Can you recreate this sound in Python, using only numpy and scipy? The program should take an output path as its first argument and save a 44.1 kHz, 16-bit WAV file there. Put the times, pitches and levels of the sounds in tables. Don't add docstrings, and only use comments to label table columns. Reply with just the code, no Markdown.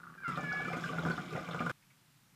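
import sys
import numpy as np
from scipy import signal
from scipy.fft import rfft, irfft
from scipy.io import wavfile
from scipy.ndimage import uniform_filter1d

SR = 44100
rng = np.random.default_rng(int(sys.argv[2]) if len(sys.argv) > 2 else 0)


def store_pcm(level_fs):
    pcm = np.round(np.clip(level_fs, -1, 1) * 32767).astype(np.int16)
    wavfile.write(sys.argv[1], SR, np.atleast_2d(pcm).T)


N = 103635
T = np.arange(N) / SR
POUR_S, POUR_RISE_S, CUT_S = 0.267, 0.03, 1.716


def from_db(db):
    return 10 ** (np.asarray(db) / 20)


def rms_one(x):
    return x / np.sqrt(np.mean(x ** 2) + 1e-20)


def in_time(rows):
    times, *columns = np.transpose(rows)
    return [np.interp(T, times, column) for column in columns]


def filtered(x, hz, kind="band"):
    return signal.sosfilt(signal.butter(2, hz, kind, fs=SR, output="sos"), x)


def colour(x, spectrum):
    size = 8192
    hz, db = np.transpose(spectrum)
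    grid = np.maximum(np.arange(size // 2 + 1) * SR / size, 1)
    octaves_outside = np.maximum(0, np.log2(hz[0] / grid)) + np.maximum(0, np.log2(grid / hz[-1]))
    gain_db = np.interp(np.log(grid), np.log(hz), db) - 20 * octaves_outside
    cepstrum = irfft(np.log(from_db(gain_db)))
    cepstrum[1:size // 2] *= 2
    cepstrum[size // 2 + 1:] = 0
    response = irfft(np.exp(rfft(cepstrum)))
    return signal.fftconvolve(x, response / np.linalg.norm(response))[:N]


def drops(per_s, spread_db, even_s=0.022):
    sizes = from_db(spread_db * np.minimum(rng.exponential(1, N), 5)) * rng.choice([-1, 1], N)
    clicks = sizes * (rng.random(N) < per_s / SR)
    power = np.abs(uniform_filter1d(clicks ** 2, max(int(even_s * SR), 2)))
    return clicks / np.sqrt(power + 1e-4)


def bursts(times, levels_db, decay_s):
    return sum(from_db(db) * (T >= s) * np.exp(-np.maximum(T - s, 0) / decay_s)
               for s, db in zip(times, levels_db))


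# frequency_hz, gain_db
ROOM_SPECTRUM = [(30, -11), (59, -26), (129, 0), (253, -11), (426, -23.5), (1170, -17.5), (1600, -18),
                 (15000, -27.5)]
def room_tone(level_db=-67):
    return from_db(level_db) * colour(rng.standard_normal(N), ROOM_SPECTRUM)


def bathroom(x, wet_db, t60_s=0.29):
    t, wet = T[:SR // 2], from_db(wet_db)
    tail = rng.standard_normal(len(t)) * from_db(-60 * t / t60_s) * (t > 0.002)
    tail = filtered(tail / np.linalg.norm(tail), hz=[364, 6700])
    return (x + wet * signal.fftconvolve(x, tail)[:N]) / np.sqrt(1 + wet ** 2)


# frequency_hz, gain_db, t60_s
TUB_MODES = [(82.6,-9.5,0.23),(144.5,2.5,0.15),(164.85,6,0.23),(182,-4,0.4),(236.9,1.5,0.2),(298,-35,0.033),(345.4,-6.5,0.3)]
def tub(force):
    t = T[:SR // 2]
    response = sum(from_db(db - 60 * t / t60) * np.cos(2 * np.pi * hz * t) for hz, db, t60 in TUB_MODES)
    response = filtered(response, hz=[75, 480])
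    return signal.fftconvolve(force, response / np.linalg.norm(response))[:N]


# start_s, level_db
CAT_NUDGES = [(2.009,-64),(2.328,-59.5)]
def nudges():
    return tub(rng.standard_normal(N) * bursts(*np.transpose(CAT_NUDGES), decay_s=0.027))


def froth(per_s, low_hz, high_hz, cycles, spread_db):
    clicks = drops(per_s, spread_db, even_s=0.06)
    size_class, out = rng.integers(0, 24, N), 0
    for k, hz in enumerate(np.geomspace(low_hz, high_hz, 24)):
        radius, angle = from_db(-60 * hz / (cycles * SR)), 2 * np.pi * hz / SR
        feedback = [1, -2 * radius * np.cos(angle), radius ** 2]
        out = out + signal.lfilter([0, np.sin(angle)], feedback, clicks * (size_class == k) + 1e-18)
    return rms_one(out)


def trickle():
    ring = from_db(-56) * froth(per_s=130, low_hz=1220, high_hz=1480, cycles=30, spread_db=1)
    drumming = from_db(-60) * tub(drops(per_s=200, spread_db=3))
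    return (ring + drumming) * np.clip((POUR_S - T) / POUR_RISE_S, 0, 1)


# start_s, centre_hz, level_db
STRAY_DROPS = [(0.29,8450,-55.5),(0.408,6400,-55),(0.356,3520,-48),(0.525,5200,-47),(0.731,2170,-37),(0.797,2310,-47),(1.115,4110,-45.5),(1.361,2070,-39.5),(1.51,3390,-43.5),(1.592,2440,-39.5),(1.824,2270,-64),(1.902,2150,-59.5),(1.91,1230,-65.5)]
def splats(from_s, until_s, attack_s=0.00037, decay_s=0.0074, edge_ratio=1.125):
    out, t = np.zeros(N + SR), T[:SR // 10]
    envelope = (1 - np.exp(-t / attack_s)) * np.exp(-t / decay_s)
    for s, hz, db in STRAY_DROPS:
        if from_s <= s < until_s:
            start = int(s * SR)
            burst = filtered(rng.standard_normal(len(t)) * envelope, [hz / edge_ratio, hz * edge_ratio])
            burst *= np.linalg.norm(envelope) / np.linalg.norm(burst)
            out[start:start + len(t)] += from_db(db) * burst
    return out[:N]


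# start_s, pitch_hz, level_db
SINGLE_BUBBLES = [(0.033,1430,-40),(0.072,1344,-39.5),(0.345,1190,-33.5),(0.392,772,-35),(0.517,1454,-30),(0.533,745,-32.5),(0.598,770,-33.5),(0.683,1276,-27.5),(0.702,680,-35.5),(0.715,756,-33),(0.736,445,-34.5),(0.746,586,-35),
                  (0.84,1567,-27.5),(0.984,1400,-27),(1.055,347,-27.5),(1.097,375,-30),(1.084,1470,-30),(1.106,1480,-28.5),(1.179,1382,-28),(1.326,434,-31.5),(1.374,673,-29.5),(1.376,530,-33),(1.664,1400,-30)]
def plinks(attack_s=0.00051, t60_s=0.055, rise_per_s=1):
    out, t = np.zeros(N + SR), T[:SR // 8]
    for s, hz, db in SINGLE_BUBBLES:
        start, size = int(s * SR), 1400 / hz
        envelope = (1 - np.exp(-t / (attack_s * size))) * from_db(db - 60 * t / t60_s)
        phase = 2 * np.pi * hz * t * (1 + rise_per_s * t / 2)
        out[start:start + len(t)] += envelope * np.sin(phase)
    return out[:N]


# time_s, pitch_hz, level_db
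CRY = [(0.17,841.5,-76),(0.184,797.4,-48.5),(0.203,772.4,-59.5),(0.232,806,-48),(0.25,702,-34.5),(0.29,681.3,-35),(0.335,628.3,-47.5),(0.385,589.5,-51),
       (0.475,566,-39.5),(0.52,564.5,-38),(0.605,564.7,-41),(0.675,585.3,-47.5),(0.73,591.3,-55.5),(0.82,602,-69)]
# time_s, resonance_hz, throat_gain_db
MOUTH_OPENING = [(0.18,1500,-15),(0.26,1430,-11.5),(0.335,1210,-6),(0.41,1870,3),(0.52,1680,-4),(0.68,2017,-3)]
# time_s, roughness (0 to 1)
ROUGHNESS = [(0.285,0.3),(0.325,0.84),(0.39,0.12)]
# centre_hz, width_hz, gain_db
THROAT_FORMANTS = [(2220,320,-6),(2850,400,-28),(3600,700,-37),(4900,600,-31)]
def meow(full_jitter=0.0462, shimmer_per_jitter=13):
    pitch_hz, level_db = in_time(CRY)
    mouth_hz, throat_db = in_time(MOUTH_OPENING)
    rough, = in_time(ROUGHNESS)
    jitter = full_jitter * rough
    wobble = rms_one(filtered(rng.standard_normal(N), hz=350, kind="low"))
    phase = 2 * np.pi * np.cumsum(pitch_hz * (1 + jitter * wobble)) / SR
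    harmonic = np.arange(1, 11)[:, None]
    formant = lambda hz, width_hz: 1 / (1 + (2 * (harmonic * pitch_hz - hz) / width_hz) ** 2)
    throat = sum(from_db(db + throat_db) * formant(hz, width) for hz, width, db in THROAT_FORMANTS)
    gains = formant(mouth_hz, width_hz=340) + throat
    gains *= 1 - 1 / harmonic ** 2
    voice = np.sum(gains * np.sin(harmonic * phase), 0) / np.sqrt(np.sum(gains ** 2, 0) / 2)
    flutter = rms_one(filtered(rng.standard_normal(N), hz=[60, 220]))
    shimmer = 1 + shimmer_per_jitter * jitter * flutter
    period_doubling = 1 + rough ** 3 * np.cos(phase / 2)
    return from_db(level_db) * shimmer * period_doubling * voice


# frequency_hz, gain_db
SLAP_SPECTRUM = [(200,-26),(330,4.5),(400,-4),(490,4),(630,1.5),(730,2.5),(880,-12.5),(1030,2.5),(1150,-23.5),(1600,-26)]
RING_SPECTRUM = [(800,-27),(1080,-13),(1200,2.5),(1330,-0.5),(1430,5.5),(1570,-1.5),(1800,-16),(2600,-38.5)]
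SPRAY_SPECTRUM = [(1200,-26.5),(1850,-7),(2100,2),(2380,1.5),(2690,-4.5),(3420,-1.5),(4550,-10),(5250,-4.5),(5910,-10.5),(7000,-8.5),(10000,-17.5),(14500,-20.5)]
# time_s, drum_db, slap_db, bubble_db, spray_db
STREAM_LEVELS = [(0.3,-46,-57.5,-50.5,-58),(0.42,-49.5,-54,-48,-61.5),(0.66,-46,-48.5,-43.5,-57),(0.755,-48,-51,-48.5,-58.5),(0.865,-46,-50.5,-40.5,-52),(0.94,-43,-44,-43.5,-57.5),
                 (1.11,-44.5,-48,-48.5,-55.5),(1.2,-44,-51.5,-47.5,-58),(1.29,-51.5,-55.5,-51.5,-59),(1.37,-48.5,-47,-42.5,-57),(1.46,-53.5,-53.5,-47.5,-59),(1.51,-44.5,-50.5,-42.5,-57.5),(1.7,-51,-52,-48.5,-59.5)]
def stream(spray_rise_s=0.05):
    drum_db, slap_db, bubble_db, spray_db = in_time(STREAM_LEVELS)
    onset = np.clip((T - POUR_S) / POUR_RISE_S, 0, 1)
    spray_onset = np.clip((T - POUR_S) / spray_rise_s, 0, 1)
    impacts = onset * drops(per_s=800, spread_db=2)
    drumming = tub(impacts * from_db(drum_db + 2))
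    slapping = colour(impacts * from_db(slap_db - 2.5), SLAP_SPECTRUM)
    large_bubbles = froth(per_s=90, low_hz=318.7, high_hz=857, cycles=27, spread_db=0)
    medium_bubbles = froth(per_s=380, low_hz=959, high_hz=1769, cycles=119, spread_db=2.5)
    small_bubbles = froth(per_s=1300, low_hz=1921, high_hz=10800, cycles=34, spread_db=3)
    gurgle = from_db(slap_db - 3) * large_bubbles
    ring = from_db(bubble_db - 1.5) * rms_one(colour(medium_bubbles, RING_SPECTRUM))
    fizz = from_db(spray_db + 2.5) * rms_one(colour(small_bubbles, SPRAY_SPECTRUM))
    spray = from_db(spray_db - 3.5) * colour(drops(per_s=6200, spread_db=2.5), SPRAY_SPECTRUM)
    return drumming + slapping + onset * (gurgle + ring) + spray_onset * (fizz + spray)


# start_s, thud_db, slap_db, bubble_db, spray_db
GOUT_LANDINGS = [(0.28,-35.5,-52,-38,-55.5),(0.374,-35.5,-40.5,-35,-57),(0.431,-33.5,-49,-49,-61),(0.679,-36,-57,-51,-59),(0.73,-37,-41.5,-38,-57),(0.768,-35,-44.5,-43,-56.5),
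                 (0.984,-53,-46.5,-38,-58),(1.051,-29,-42.5,-31.5,-65),(1.062,-34.5,-40.5,-49,-56.5),(1.1,-40.5,-47,-36.5,-57),(1.178,-38.5,-48,-32.5,-65),(1.325,-38.5,-54,-56,-57.5),
                 (1.35,-31.5,-41,-52,-66),(1.485,-37,-45,-41,-74),(1.546,-44,-42.5,-39,-61),(1.604,-27.5,-41,-31,-57),(1.662,-37.5,-43,-32.5,-54.5),(1.696,-35,-44.5,-33.5,-51)]
def gouts(decay_s=0.016):
    start_s, thud_db, slap_db, bubble_db, spray_db = np.transpose(GOUT_LANDINGS)
    contact = np.zeros(N)
    contact[np.ceil(start_s * SR).astype(int)] = 1
    cluster = drops(per_s=2500, spread_db=4.5, even_s=0.0028)
    on_tub, on_water = 9 * contact + 0.41 * cluster, 5.3 * contact + cluster
    thud = tub(on_tub * bursts(start_s, thud_db + 3.5, decay_s))
    slap = colour(on_water * bursts(start_s, slap_db + 3.5, decay_s), SLAP_SPECTRUM)
    ring = colour(on_water * bursts(start_s, bubble_db - 2, decay_s), RING_SPECTRUM)
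    spray = colour(on_water * bursts(start_s, spray_db + 3, decay_s), SPRAY_SPECTRUM)
    return thud + slap + ring + spray


def scene():
    water = trickle() + stream() + gouts() + plinks() + splats(0, CUT_S)
    pouring = bathroom(water, wet_db=-5.5) + bathroom(meow(), wet_db=-3.5)
    after = bathroom(nudges() + splats(CUT_S, np.inf), wet_db=-5.5)
    return (pouring * (T < CUT_S) + after + room_tone())[None]


def record(dry):
    cutoff_hz = 15050
    return signal.sosfilt(signal.ellip(12, 0.1, 80, cutoff_hz, fs=SR, output="sos"), dry)


dry = scene()
out = record(dry)
store_pcm(out)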